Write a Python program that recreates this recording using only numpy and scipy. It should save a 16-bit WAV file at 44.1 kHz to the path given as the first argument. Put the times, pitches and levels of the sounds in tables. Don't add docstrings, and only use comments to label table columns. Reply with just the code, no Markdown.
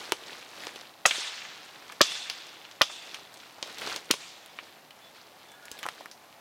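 import sys
import numpy as np
from scipy import signal
from scipy.fft import rfft, irfft
from scipy.io import wavfile
from scipy.ndimage import uniform_filter1d

SR = 44100
rng = np.random.default_rng(int(sys.argv[2]) if len(sys.argv) > 2 else 0)


def output_pcm(signal):
    pcm = np.clip(np.atleast_2d(signal).T, -1, 1) * 32767
    wavfile.write(sys.argv[1], SR, np.round(pcm).astype(np.int16))


def gain_from_decibels(decibels):
    exponent = np.asarray(decibels, float) / 20
    return 10 ** exponent


N = 282298

# f/Hz, level/dB
HUSH_SPECTRUM = [(15, -64), (25, -66), (117, -3), (185, -4.5), (344, -2.5), (427, -3.5), (734, 2.5),
                 (1400, -6), (3340, -13), (8830, -19.5), (14400, -17.5), (16000, -25)]
# t/s, length/s, f/Hz, level/dB, width/Hz
BIRD_CALLS = [(5.004, 0.094, 3455, -59.5, 16), (5.478, 0.094, 3480, -59, 16), (5.501, 0.26, 1440, -60, 15),
              (5.48, 0.37, 1670, -59, 35)]
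# f/Hz, level/dB
HISS_SPECTRUM = [(40, -8), (500, -1.5), (1500, -8), (4000, -11), (9000, -5), (16000, -3.5)]
# t/s, level/dB
HANDLING = [(0.0, -41), (0.08, -43), (0.16, -49.5), (0.32, -44), (0.48, -50.5), (0.64, -41.5),
            (0.72, -47.5), (0.82, -49), (0.96, -59), (1.55, -52), (1.92, -50.5), (2.0, -54), (2.62, -53.5),
            (2.86, -57), (3.15, -48), (3.28, -56), (3.44, -52), (3.6, -54.5), (3.68, -43), (3.76, -47),
            (3.84, -37), (3.93, -35.5), (4.0, -48.5), (4.4, -62), (4.64, -52.5), (4.85, -61.5), (5.06, -56),
            (5.3, -59.5), (5.44, -54.5), (5.56, -60), (5.75, -52.5), (5.92, -52.5), (6.0, -49), (6.1, -60),
            (6.4, -59)]
# t/s, level/dB, fall/(dB/s)
NEEDLE_SHAKES = [(1.06, -42.5, 42), (2.015, -44.5, 34), (2.82, -70, 16), (4.11, -63, 61), (5.14, -56, 97)]
# f/Hz, share
SHAKE_BRIGHTNESS = [(500, -0.67), (1800, 0.32), (4500, 1), (14000, -0.24)]
# f/Hz, level/dB
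RUSTLE_SPECTRUM = [(35, -85), (60, -55), (130, -19), (217, -1), (417, -5.5), (458, -4), (1060, -4.5),
                   (1310, -4.5), (4030, -5), (16000, -31)]
# t/s, level/dB, f/Hz, treble click/dB, scatter/dB
TWIG_KNOCKS = [(0.1212, -9.5, 2570, 2, -9), (0.4266, -32.5, 2320, -21, -3), (0.6695, -21.5, 2930, -17, -11),
               (0.6782, -40, 5000, -24, 10), (0.7595, -33, 2630, 0, 0.5), (0.8114, -30.5, 4140, -33, -11),
               (1.1097, -13, 2240, -18, 0.5), (1.1827, -36, 3770, -14, -8), (1.4193, -27.5, 2500, -32, -5),
               (1.8986, -32.5, 1420, -25, -0.5), (1.9222, -33.5, 1710, 4, -2), (2.119, -27, 3140, -20, 5),
               (2.299, -15.5, 4000, -2, -1), (2.468, -36, 5100, -12, -3), (2.6508, -34.5, 2850, -26, 1),
               (2.7127, -35, 4000, -30, 2), (2.898, -36, 1120, -21, 4), (3.1443, -25.5, 2730, -8, 2),
               (3.341, -38, 4200, 0, 1.5), (3.3732, -36, 4970, -20, -2), (3.4005, -37.5, 3180, -20, 4),
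               (3.4335, -38.5, 2130, -24, -3), (3.5825, -40, 696, -16, -1), (3.6275, -15, 3700, -24, -6),
               (3.7842, -30, 3070, -1, 2), (3.8185, -25, 2100, -16, -2), (3.8731, -27, 3570, -25, 5),
               (3.9617, -16.5, 4260, -13, -2.5), (4.0962, -40, 1400, -24, -8),
               (4.138, -21.5, 2880, -0.5, 1), (4.461, -38, 4960, 8, -11), (4.5882, -24, 1880, -37, -2.5),
               (4.9073, -38, 2500, -7, 1), (5.5181, -44, 5500, 5, -1), (5.6552, -35.5, 5540, 5, -3),
               (5.6825, -31, 1960, -19, -20), (5.7154, -23.5, 5250, -1.5, -1.5),
               (5.7898, -33, 3000, 0, 2.5), (5.8299, -25.5, 1870, -3.5, -2.5),
               (5.8333, -28.5, 1490, -19, -2), (5.8366, -32, 2600, -2, 1), (5.8429, -30, 1400, -20, -18),
               (5.8546, -29, 750, -8, -0.5), (5.8643, -21, 990, -3.5, -10), (5.887, -20.5, 1250, -12, -11),
               (5.8883, -25.5, 2460, -1, -6), (6.0082, -38, 650, -1, -2), (6.0586, -28.5, 1290, -3, -9.5),
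               (6.1136, -43, 5300, 11, 3), (6.3272, -38.5, 2630, -15, -10)]
# t/s, level/dB
BOUGH_THUDS = [(0.1213, -15.5), (0.6699, -29.5), (0.7601, -35.5), (1.1825, -33), (1.9225, -46),
               (3.6274, -30), (3.8185, -32), (3.8731, -29.5), (3.9617, -30.5), (4.1386, -28)]
# f/Hz, width/Hz, level/dB
BOUGH_MODES = [(520, 690, 14), (1250, 300, 12.5), (2270, 210, 13), (2960, 660, 12.5), (5030, 430, 4),
               (6000, 500, 6.5)]
# f/Hz, t60/s
SCATTER_DECAY = [(100, 0.042), (500, 0.077), (1500, 0.092), (3500, 0.13), (8000, 0.23), (16000, 0.06)]
# f/Hz, t60/s
SHIVER_DECAY = [(300, 0.22), (1200, 2.4), (3500, 1.33), (7000, 1.01), (12000, 0.4)]
# f/Hz, level/dB
SHIVER_SPECTRUM = [(120, -65), (200, -26), (305, -42), (360, -31), (491, -6), (558, -15), (623, -9),
                   (950, -11), (3620, 0.5), (8120, -6), (16000, -24)]
# f/Hz, width/Hz, level/dB
AXE_HEAD_MODES = [(2700, 300, -6), (3470, 280, 0)]
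# t/s, level/dB, wood f/Hz, number of the slip where the edge jams hardest,
# thud of the trunk/dB, ring of the axe head/dB
BLADE_BITES = [(1.0540, -0.5, 1610, 1.25, -28, -40.5), (2.0072, -1.5, 1160, 1.36, -12, -35.5),
               (2.8115, -3.5, 1100, 0.87, -17.5, -43.5), (4.1040, -14, 1510, 2.3, -4, -55)]
# t/s, level/dB, f/Hz, treble click/dB, scatter/dB, shiver of needles/dB
BRANCH_SNAPS = [(1.0613, -1.5, 5100, -1.5, -0.5, -21.5), (2.0146, 2, 3950, -14.5, -4.5, -25),
                (2.8172, -1, 3270, -5, -6, -31.5), (4.1099, -9.5, 3120, -11, -2.5, -44),
                (4.112, -5.5, 5050, 2.5, -8, -36.5), (4.1131, -24, 3520, -1, -13, -36.5)]


def evened(x):
    return x / np.sqrt(np.mean(x ** 2) + 1e-20)


def read(points, hz):
    f, value = np.transpose(points)
    return np.interp(np.log(hz + 1), np.log(f + 1), value)


def add(mix, s, sound):
    part = mix[round(s * SR):][:len(sound)]
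    part += sound[:len(part)]


def resonate(x, hz, width):
    pole = np.exp((2j * np.pi * hz - np.pi * width) / SR)
    return 2 * signal.lfilter([1 - abs(pole)], [1, -pole], x).real


def shape(x, field_db):
    hz, t, z = signal.stft(x, SR, nperseg=256, noverlap=192)
    coloured = z * gain_from_decibels(field_db(hz[:, None], t))
    return signal.istft(coloured, SR, nperseg=256, noverlap=192)[1][:len(x)]


def wavelet(hz, cycles):
    turns = np.arange(700) / SR * hz
    bell = turns ** 2 * np.exp(-3 * turns / cycles)
    swing = np.sin(2 * np.pi * turns) * bell
    swing -= bell * swing.sum() / bell.sum()
    return swing / abs(swing).max()


def hush():
    frames, hz = N // 256 + 5, np.fft.rfftfreq(1024, 1 / SR)
    a, b, patches = rng.standard_normal((frames, 513, 3)).T
    patches = evened(uniform_filter1d(uniform_filter1d(patches, 14, 0), 14, 1))
    level_db = read(HUSH_SPECTRUM, hz)[:, None] + 0.4 * patches
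    noise = signal.istft((a + 1j * b) * gain_from_decibels(level_db), nperseg=1024, noverlap=768)[1][:N]
    return gain_from_decibels(-56) * evened(noise)


def microphone_hiss():
    colour = gain_from_decibels(read(HISS_SPECTRUM, np.fft.rfftfreq(N, 1 / SR)))
    return gain_from_decibels(-73) * evened(irfft(rfft(rng.standard_normal(N)) * colour, N))


def bird():
    out = np.zeros(N)
    for s, length, hz, db, width in BIRD_CALLS:
        tone = resonate(rng.standard_normal(SR // 2), hz, width)[:round(length * SR)]
        add(out, s, gain_from_decibels(db) * evened(tone) * signal.windows.tukey(len(tone), 0.4))
    return out


def stirring(hz, t):
    rise_s, bright_db = 0.02, 9.5
    shaking = 0
    for s, db, fall in NEEDLE_SHAKES:
        late = np.maximum(t - s, 0)
        shaking = shaking + (gain_from_decibels(db - fall * late) * np.minimum(late / rise_s, 1)) ** 2
    handling = gain_from_decibels(np.interp(t, *np.transpose(HANDLING))) ** 2
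    brightness = gain_from_decibels(bright_db * read(SHAKE_BRIGHTNESS, hz)) ** 2
    return 10 * np.log10(handling + shaking * brightness)


def rustle():
    grains_per_s, spread_db, smooth = 4000, 3.9, 0.9
    size = gain_from_decibels(spread_db * np.minimum(rng.exponential(1, N), 5))
    size *= rng.random(N) < grains_per_s / SR
    kind, grains = rng.integers(0, 16, N), np.zeros(N)
    for k, hz in enumerate(np.geomspace(300, 14000, 16)):
        grains += signal.oaconvolve(size * (kind == k), wavelet(hz, 1.2) * hz)[:N]
    mix = evened(grains) + smooth * rng.standard_normal(N)
    flat = evened(shape(mix, lambda hz, t: read(RUSTLE_SPECTRUM, hz)))
    return shape(flat, stirring)


def thud():
    return 0.88 * wavelet(520, 0.84) + wavelet(850, 1.0)


def crack(hz, click_db, thud_db, cycles=0.7):
    fade = np.exp(-np.arange(700) / SR / 0.00043)
    click = resonate(rng.standard_normal(700), 4700, 4200) * fade
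    wood = wavelet(hz, cycles) - 0.5 * wavelet(1.6 * hz, cycles)
    return wood + gain_from_decibels(click_db) * click / abs(click).max() + gain_from_decibels(thud_db) * thud()


def scatter(x):
    noise = rng.standard_normal(SR // 5)
    ring = sum(gain_from_decibels(db) * resonate(noise, hz, width) for hz, width, db in BOUGH_MODES)
    spray = shape(evened(ring) + 1.04 * noise, lambda hz, t: -60 * t / read(SCATTER_DECAY, hz))
    t = np.arange(len(spray)) / SR
    spray *= np.minimum(t / 0.00092, 1) * (1 + 2.55 * np.exp(-t / 0.0041))
    return signal.fftconvolve(x, spray / np.linalg.norm(spray))


def twigs():
    out = np.zeros(N)
    for s, db, hz, click_db, scatter_db in TWIG_KNOCKS:
        sound = gain_from_decibels(db) * crack(hz, click_db, thud_db=-48)
        add(out, s, sound)
        add(out, s, gain_from_decibels(scatter_db) * scatter(sound))
    for s, db in BOUGH_THUDS:
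        add(out, s, gain_from_decibels(db) * thud())
        add(out, s, gain_from_decibels(db - 9) * scatter(thud()))
    return out


def needle_shiver():
    patchy_db = 2.5
    noise = rng.standard_normal(SR * 3 // 2)
    patches = rng.standard_normal((129, 1100))
    patches = evened(uniform_filter1d(uniform_filter1d(patches, 8, 0), 14, 1))

    def field_db(hz, t):
        decay_db = -60 * t / read(SHIVER_DECAY, hz)
        return read(SHIVER_SPECTRUM, hz) + decay_db + patchy_db * patches[:, :len(t)]

    tail = shape(noise, field_db)
    t = np.arange(len(tail)) / SR
    tail *= 0.5 + 0.55 / (1 + np.exp(-(t - 0.095) / 0.008))
    return tail / np.linalg.norm(tail) * np.sqrt(SR / 100)


def steel():
    t60_s = 1.3
    noise = rng.standard_normal(SR)
    ring = sum(gain_from_decibels(db) * resonate(resonate(noise, hz, width), hz, width)
               for hz, width, db in AXE_HEAD_MODES)
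    return evened(ring) * gain_from_decibels(-60 * np.arange(SR) / SR / t60_s)


def bite(db, hz, jam, thud_db):
    slips, slip_ms = 5, 1.6
    out = np.zeros(1500)
    for k, (late, louder, higher) in enumerate(rng.standard_normal((slips, 3))):
        force_db = louder - min(5 * (k - jam) ** 2, 10)
        pulse = gain_from_decibels(force_db) * wavelet(hz * (1 + 0.08 * higher), 0.45)
        add(out, (k * slip_ms + 0.18 * abs(late)) / 1000, -pulse)
    trunk = 0.66 * wavelet(91, 0.2) + 0.97 * wavelet(330, 0.74) + 0.7 * wavelet(500, 0.8)
    add(out, 0.001, gain_from_decibels(thud_db) * trunk)
    return gain_from_decibels(db) * out


def axe():
    out = np.zeros(N)
    for s, db, hz, jam, thud_db, ring_db in BLADE_BITES:
        sound = bite(db, hz, jam, thud_db)
        add(out, s, sound)
        add(out, s, gain_from_decibels(-7.5) * scatter(sound))
        add(out, s + 0.0077, gain_from_decibels(ring_db) * steel())
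    for s, db, hz, click_db, scatter_db, shiver_db in BRANCH_SNAPS:
        sound = gain_from_decibels(db) * crack(hz, click_db, thud_db=-27, cycles=1.3)
        add(out, s, sound)
        add(out, s, gain_from_decibels(scatter_db) * scatter(sound))
        add(out, s, gain_from_decibels(shiver_db) * needle_shiver())
    return out


def scene():
    mid = hush() + bird() + rustle() + twigs() + axe()
    side = microphone_hiss()
    return np.array([mid + side, mid - side])


def band_limit(x):
    return signal.sosfilt(signal.butter(12, 16660, fs=SR, output="sos"), x)


def record(dry):
    thin = signal.lfilter(*signal.butter(1, 50, "high", fs=SR), dry)
    clipped = np.clip(thin, -1, 1)
    top_cut = signal.firwin(511, 16150, window=("kaiser", 9), fs=SR)[None]
    finished = signal.oaconvolve(clipped, top_cut, "same")
    return band_limit(finished)


dry = scene()
out = record(dry)
output_pcm(out)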